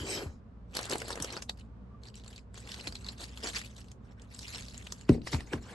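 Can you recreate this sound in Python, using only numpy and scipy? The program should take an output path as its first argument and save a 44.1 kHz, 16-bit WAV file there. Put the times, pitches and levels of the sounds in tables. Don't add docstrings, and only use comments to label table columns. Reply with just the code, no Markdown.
import sys
import numpy as np
from scipy import signal
from scipy.fft import rfft, irfft, next_fast_len
from scipy.io import wavfile
from scipy.ndimage import uniform_filter1d, map_coordinates

SR = 44100
rng = np.random.default_rng(int(sys.argv[2]) if len(sys.argv) > 2 else 0)


def waveform_to_disk(signal):
    frames = np.transpose(np.atleast_2d(signal))
    scaled = np.clip(frames, -1, 1) * 32767
    samples = np.round(scaled).astype(np.int16)
    wavfile.write(sys.argv[1], SR, samples)


N = 253134

# freq_hz, relative_level_db
FILM_SPECTRUM = [(940, -18.5), (1600, -11), (2280, -4.5), (3330, -7.5), (4320, -4), (6050, -11), (7700, -9),
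                 (8620, -10.5), (9720, -26.5), (10500, -17), (11300, -15.5), (12000, -30.5), (12600, -57.5),
                 (22000, -120)]
# freq_hz, relative_level_db
CARD_SPECTRUM = [(150, -51), (250, -4), (463, -0.5), (627, -9), (959, -7.5), (1380, -14), (1540, -9.5),
                 (2800, -20), (3640, -23.5), (6160, -120)]
# start_s, end_s
BAG_SPAN_S = (1.3, 5.05)


def amp(db):
    return 10 ** (np.asarray(db) / 20)


def unit(x):
    return x / np.sqrt(np.mean(x ** 2) + 1e-20)


def along(points, hz):
    f, v = np.transpose(points)
    return np.interp(np.log(hz + 1), np.log(f + 1), v)


def wobble(rate_hz):
    knots = rng.standard_normal(int(N * rate_hz / SR) + 4)
    return map_coordinates(knots, [np.arange(N) * rate_hz / SR])


def filtered(x, response):
    m = next_fast_len(N + SR // 2)
    return irfft(rfft(x, m) * response(np.fft.rfftfreq(m, 1 / SR)), m)[..., :N]


def coloured(x, spectrum):
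    hz = np.linspace(0, SR / 2, num=4000)
    white_gain = np.sqrt(np.mean(amp(along(spectrum, hz)) ** 2))
    return filtered(x, lambda f: amp(along(spectrum, f))) / white_gain


def patchy(x, depth_db, size=(6, 10)):
    z = signal.stft(x, nperseg=256)[2]
    field = uniform_filter1d(rng.standard_normal(z.shape), size=size[0], axis=0)
    field = uniform_filter1d(field, size=size[1], axis=1)
    return unit(signal.istft(z * amp(depth_db * unit(field)), nperseg=256)[1][:N])


def crackle(per_s, spread_db, length_s, clump_db):
    draws = rng.random((2, N))
    size_db = -spread_db * np.log(draws[1] + 0.11) + clump_db * wobble(22.11)
    slips = (draws[0] < per_s / SR) * amp(size_db)
    u = np.arange(SR // 20) / SR / length_s
    power = signal.fftconvolve(slips ** 2, (u * np.exp(-u)) ** 2)[:N]
    return unit(np.sqrt(np.abs(power)) * rng.standard_normal(N))


def squeezing():
    # start_s, held_s, film_level_db, card_level_db
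    squeezes = [(0.761, 0.0074, -38.5, -41), (.8, 0.066, -46.5, -47), (0.907, 0.021, -40, -39.5),
                (.98, 0.079, -52, -52.5), (1.087, 0.042, -44, -46.5), (1.158, 0.22, -51, -50.5),
                (1.579, 0.021, -63.5, -69), (2.047, 0.011, -58.5, -64.5), (2.168, 0.01, -57.5, -77),
                (2.258, 0.12, -63, -64.5), (2.556, 0.1, -61, -62.5), (2.668, 0.22, -51.5, -59),
                (2.95, 0.069, -60.5, -77), (3.052, 0.076, -55, -59.5), (3.196, 0.037, -46.5, -57.5),
                (3.28, 0.14, -59.5, -64), (3.375, 0.085, -54, -63), (3.43, 0.022, -45, -52),
                (3.465, 0.026, -38.5, -54.5), (3.553, 0.012, -35.5, -53), (3.629, 0.038, -52, -72),
                (3.7, 0.064, -65, -67), (3.775, 0.033, -60, -70), (3.86, 0.047, -69, -73.5),
                (4.05, 0.067, -72, -69), (4.19, 0.06, -70.5, -63), (4.318, 0.092, -57.5, -69),
                (4.417, 0.16, -50.5, -79), (4.541, 0.045, -45, -55), (4.62, 0.14, -56, -91),
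                (4.8, 0.11, -57.5, -72), (4.95, 0.079, -61.5, -72), (5.097, 0.037, -58, -58),
                (5.27, 0.01, -49, -61), (5.327, 0.018, -45.5, -50.5), (5.391, 0.036, -62.5, -59.5),
                (5.473, 0.06, -66, -59.5), (5.532, 0.0034, -53, -45), (5.627, 0.093, -64.5, -61),
                (5.7, .06, -61.5, -53.5)]
    press_db_per_s, let_go_db_per_s = 692, 378
    t = np.arange(0, N, 64) / SR
    start, held, *levels_db = np.transpose(squeezes)[:, :, None]
    swell_db = -press_db_per_s * np.maximum(start - t, 0)
    fade_db = -let_go_db_per_s * np.maximum(t - start - np.abs(held), 0)
    gains = []
    for db in levels_db:
        gain = np.sqrt(np.sum(amp(db + swell_db + fade_db) ** 2, axis=0))
        gains.append(np.interp(np.arange(N) / SR, t, gain))
    return gains


def rustle():
    film_gain, card_gain = squeezing()
    grains = crackle(per_s=520, spread_db=2.6, length_s=.0007, clump_db=1.8)
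    rub = rng.standard_normal(N)
    sliding = np.where(np.arange(N) / SR > BAG_SPAN_S[1], 1.5, .3)
    film = patchy(grains + sliding * rub, depth_db=5, size=(4, 7))
    card = patchy(grains + 1.9 * rub, depth_db=4)
    return film_gain * coloured(film, FILM_SPECTRUM), card_gain * coloured(card, CARD_SPECTRUM)


def snaps():
    # time_s, relative_level_db, card_body_db, ring_hz
    creases = [(0.751, -25.5, -11, 4300), (0.7686, -18.5, -10, 4020), (0.7904, -24.5, 1, 4140),
               (0.812, -34, -17, 2040), (0.83, -27, -13, 5600), (.854, -29, -5, 1910),
               (0.8973, -24, -35, 5200), (0.9139, -21, -12, 5000), (.923, -25, 0, 4360),
               (0.9331, -23, -1, 3870), (0.956, -30, 9, 2000), (0.982, -28.5, -18, 3930),
               (1.002, -31.5, -20, 5080), (1.0177, -27.5, 0, 1990), (1.0819, -30.5, -4, 4170),
               (1.1049, -29.5, 2, 5500), (1.156, -30, -1, 1940), (1.175, -40.5, 12, 1900),
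               (1.201, -29.5, 1, 4240), (1.2237, -18.5, -39, 5770), (1.2451, -24, -4.5, 5800),
               (1.3247, -30.5, -28, 5200), (1.333, -34.5, -28, 5760), (1.3667, -30, 2, 4700),
               (1.373, -28.5, -1.5, 4930), (1.4228, -26, -12.5, 5987), (1.4951, -19, -12, 3940),
               (2.035, -41, -19, 4250), (2.072, -41.5, -28, 4680), (2.085, -38.5, -11, 4540),
               (2.1425, -41, -25, 3200), (2.155, -38.5, -30, 7500), (2.176, -44, -25, 3600),
               (2.198, -45, -27, 3500), (2.237, -45, -21, 3600), (2.245, -43, -25, 3300),
               (2.262, -40.5, -3, 4470), (2.279, -35, -22, 7420), (2.33, -42, -26, 3080),
               (2.361, -37, -24, 4470), (2.3787, -38, -39, 7370), (2.392, -47, -25, 5070),
               (2.543, -40.5, -5, 7900), (2.577, -37, -4, 3380), (2.674, -36, -13, 2750),
               (2.718, -27, -34, 3540), (2.7427, -28, -35, 3340), (2.81, -32, -10, 4100),
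               (2.8721, -21.5, -13, 3400), (2.878, -24.5, -18, 4280), (2.924, -32, -7, 4900),
               (2.954, -27, -17, 4150), (2.966, -36, -20, 4000), (3.009, -46, -25, 7900),
               (3.045, -33, -30, 4480), (3.065, -30.5, -28, 3970), (3.0872, -23, -36, 4270),
               (3.2166, -34, -12, 4800), (3.24, -29, -22, 4670), (3.3744, -31.5, -12, 3200),
               (3.4416, -30, -3, 2020), (3.4708, -29, -12, 4800), (3.497, -35, -19, 3600),
               (3.5916, -27, -29, 2010), (3.6148, -29.5, -37, 1990), (3.66, -41, -14, 4500),
               (3.765, -39, -32, 4000), (3.78, -41, -25, 3960), (3.815, -43.5, -15, 3000),
               (3.844, -49, -5, 2500), (3.884, -47, -20, 4000), (3.916, -39.5, -26, 6600),
               (4.197, -48, -20, 3000), (4.219, -43, -15, 7170), (4.3471, -35, -32, 7480),
               (4.391, -29, -41, 4670), (4.429, -38, -22, 4000), (4.481, -31, -25, 4670),
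               (4.5472, -27.5, -11.5, 4200), (4.623, -34.5, -28, 4400), (4.684, -33.5, -30, 4600),
               (4.709, -43, -25, 3800), (4.7442, -38, -5.5, 5000), (4.778, -30, -29, 7170),
               (4.826, -42, -20, 3500), (4.8697, -30, -14, 2960), (4.9229, -24, -12.5, 6240),
               (5.011, -36.5, -16, 7150), (5.092, -27, 2.5, 1710), (5.2176, -43, -11, 3800),
               (5.272, -29.5, 2.5, 2460), (5.331, -23.5, -2.5, 1940), (5.3356, -27, 2.5, 5900),
               (5.3455, -28, 0, 2300), (5.4058, -33, -8, 2010), (5.5287, -34, 0, 2600),
               (5.5332, -30, 7, 1917)]
    treble_db, treble_scatter_db = [11.5, 1, -1], 5
    film, card, t = np.zeros(N + SR), np.zeros(N + SR), np.arange(2048) / SR
    f = np.fft.rfftfreq(len(t), 1 / SR)
    u = t - .02
    burst = np.exp(-np.abs(u) / np.where(u < 0, .0011, .0012))
    burst += .06 * np.exp(-np.abs(u) / np.where(u < 0, .006, .009))
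    for s, db, body_db, hz in creases:
        bright_db = treble_db[np.searchsorted(BAG_SPAN_S, s)]
        bright_db += treble_scatter_db * rng.standard_normal()
        noise = rfft(rng.standard_normal((2, len(t))))
        panel = 1 + 3 / (1 + ((f - hz) / (.09 * hz)) ** 2)
        treble = amp(bright_db * np.clip((f - 4500) / 3000, 0, 1))
        pop = unit(irfft(noise[0] * amp(along(FILM_SPECTRUM, f)) * panel * treble))
        pop += 0.3 * np.sin(2 * np.pi * hz * t)
        body = irfft(noise[1] * amp(along(CARD_SPECTRUM, f)))
        at = round((s - .019) * SR)
        film[at:at + len(t)] += amp(db - 23.0) * unit(burst * pop)
        card[at:at + len(t)] += amp(db + body_db - 21.0) * unit(burst * body)
    return film[:N], card[:N]


def swish():
    # time_s, hiss_db, wall_db
    drag = [(0, -46, -43), (.04, -49, -49), (.09, -40, -38), (.15, -40.5, -40.5), (.24, -50.5, -44),
            (.29, -66.5, -57), (.4, -89, -77)]
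    # freq_hz, relative_level_db
    sheet_spectrum = [(900, -42), (1500, -7.5), (8300, 2.5), (10100, -62.5), (10500, -7), (11800, -10),
                      (12600, -63)]
    # freq_hz, half_width_hz, boost_db
    sheet_rings = [(1950, 150, 6.5), (2330, 64, 14), (3140, 160, 10.5), (3930, 120, 6), (5040, 320, 6.5)]
    # freq_hz, relative_level_db
    wall_spectrum = [(70, -25), (170, 0), (460, 0), (1000, -8), (1600, -8), (2800, -18), (6000, -120)]

    def rings(f):
        return amp(sum(db / (1 + ((f - hz) / width) ** 2) for hz, width, db in sheet_rings))

    def boom(f):
        return amp(9 / (1 + ((f - 371) / 60) ** 2))

    hiss = patchy(rng.standard_normal(N), depth_db=5.5, size=(2, 30))
    hiss = unit(filtered(coloured(hiss, sheet_spectrum), rings))
    wall = patchy(rng.standard_normal(N), depth_db=3.5)
    wall = unit(filtered(coloured(wall, wall_spectrum), boom))
    s, hiss_db, wall_db = np.transpose(drag)
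    t = np.arange(N) / SR
    hiss_gain = amp(np.interp(t, s, hiss_db, right=-200))
    wall_gain = amp(np.interp(t, s, wall_db, right=-200))
    return hiss_gain * hiss + wall_gain * wall


def bumps():
    # time_s, level_db, hardness_db, weight_db
    hits = [(0.0, -39.5, 1, 8.5), (0.028, -38, 4.5, -19), (0.25, -34, -9, 6.5), (1.2, -38, 0.5, -1),
            (2.869, -43.5, 4, 5), (5.091, -11, 3.5, -7), (5.332, -22, -2.5, 1), (5.533, -30.5, 6.5, 2)]
    # freq_hz, level_db, t60_s
    modes = [(136, 9, 0.05), (310, 16, 0.015), (291, -12, 0.12), (411, -13, 0.07), (78, 2, 0.13),
             (163.4, -11.5, 0.2), (235.8, -10.5, 0.19), (1028, -25.5, 0.047), (1390, -18, 0.02),
             (1984, -22.5, 0.026), (2650, -27, 0.023)]
    out, t = np.zeros(N + SR), np.arange(SR // 2) / SR
    for s, db, hard_db, weight_db in hits:
        for hz, level_db, t60_s in modes:
            u = np.maximum(t - 0.13 / np.sqrt(hz) + 0.0038, 0)
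            tilt_db = hard_db * (hz > 200) + weight_db * (hz < 100)
            onset = (1 - np.exp(-u * hz / 0.5)) ** 2
            ring = -np.sin(2 * np.pi * hz * u) * onset * amp(-60 * u / t60_s)
            gain = amp(db + level_db + tilt_db + rng.normal(0, 1.0))
            out[round(s * SR):][:len(t)] += gain * ring
    return out[:N]


def squeak():
    # time_s, pitch_hz, level_db, half_length_s
    rub = (1.94, 1175, -62, .035)
    s, hz, db, half_s = rub
    t = np.arange(N) / SR
    swell = amp(db + 3 * wobble(60)) * np.exp(-((t - s) / half_s) ** 2)
    return swell * np.sin(2 * np.pi * hz * t + 1.3 * wobble(70))


def left_right(x, lead):
    # freq_hz, level_db
    left_over_right = [(200, -1), (640, 2.5), (1200, 3.5), (2100, -1), (3500, 0)]
    half = np.array([[.5], [-.5]])

    def response(hz):
        return np.exp(1j * half * along(lead, hz)) * amp(half * along(left_over_right, hz))

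    return filtered(x, response)


def room(x, decay, size):
    hz, t, z = signal.stft(x, SR, nperseg=size)
    fade = amp(-120 * t[:150] / np.abs(along(decay, hz))[:, None])
    fade /= fade.sum(axis=1, keepdims=True)
    energy = signal.fftconvolve(np.abs(z) ** 2, fade, axes=1)[:, :len(t)]
    fresh = signal.stft(rng.standard_normal((2, N)), SR, nperseg=size)[2]
    fresh /= np.sqrt(np.mean(np.abs(fresh) ** 2))
    return signal.istft(np.sqrt(np.abs(energy)) * fresh, SR, nperseg=size)[1][:, :N]


def room_tone():
    # freq_hz, relative_level_db
    air_spectrum = [(20, -35), (47, -7.5), (109, -6), (132, -12), (147, -19), (182, -9.5), (238, -11),
                    (338, -28), (367, -21.5), (780, -29.5), (1050, -30.5), (1170, -30), (1450, -35.5),
                    (1900, -42), (4500, -54), (8500, -65), (12500, -80.5), (22000, -120)]
    # freq_hz, correlation
    likeness = [(60, 0.89), (230, 0.89), (860, 0.062), (3270, 0.067), (12400, 0.22)]
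    # freq_hz, relative_level_db
    hum_tones = [(59.2, -53.5), (118.4, -59), (183.0, -66.5), (473.7, -74.5)]
    air_db = -52.5

    def mid_side(hz):
        turn = np.arccos(np.clip(along(likeness, hz), -1, 1)) / 2
        return amp(along(air_spectrum, hz)) * [np.cos(turn), np.sin(turn)]

    mid, side = filtered(rng.standard_normal((2, N)), mid_side)
    air = unit(np.array([mid + side, mid - side]))
    air = amp(air_db + 1.2 * wobble(2.72)) * amp([[-.6], [.6]]) * air
    t, hum = np.arange(N) / SR, np.zeros(N)
    for hz, db in hum_tones:
        level = amp(db + 1.5 + 2.6 * wobble(6.6))
        hum += level * np.sin(2 * np.pi * hz * t + 1.16 * wobble(8.4))
    return air + hum


def scene():
    # freq_hz, lead_rad
    lead_aside = [(1000, 0), (1700, 1.5), (2400, 3.5), (3100, 6.3), (8300, 6.3), (9000, 9.4), (10300, 9.4),
                  (10900, 12.6)]
    # freq_hz, lead_rad
    lead_ahead = [(1700, 0), (2400, 1.1), (3300, 1.3), (3900, 0), (8300, 0), (9000, 3.1), (10300, 3.1),
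                  (10900, 6.3)]
    # freq_hz, t60_s
    carton_decay = [(300, 0.097), (2000, 0.038), (10000, 0.038)]
    # freq_hz, level_db
    scatter_share = [(300, -15.5), (1200, -4), (2500, -5), (4000, -6), (6000, -4), (8000, -7), (11000, -4)]
    # freq_hz, t60_s
    room_decay = [(200, 0.37), (2000, 0.023), (10000, 0.15)]
    rustle_film, rustle_card = rustle()
    snap_film, snap_card = snaps()
    paper = rustle_film + rustle_card + snap_film + snap_card + swish()
    carton = bumps()
    ahead = np.clip((np.arange(N) / SR - BAG_SPAN_S[1]) / .02, 0, 1)
    near = left_right(paper * (1 - ahead), lead_aside) + left_right(paper * ahead, lead_ahead)
    near += carton * amp([[.4], [-.4]]) + squeak()
    scattered = room(paper, carton_decay, size=128)
    scattered = filtered(scattered, lambda hz: amp(along(scatter_share, hz)))
    far = room(carton + 1.34 * paper, room_decay, size=256)
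    far += filtered(far[:1] - far, lambda hz: .7 / (1 + (hz / 500) ** 2))
    return near + scattered + amp(-8.5) * far + room_tone()


def record(dry):
    top_hz, slope_hz = 12400, 200
    return filtered(dry, lambda hz: np.clip((top_hz - hz) / slope_hz, 0, 1))


dry = scene()
out = record(dry)
waveform_to_disk(out)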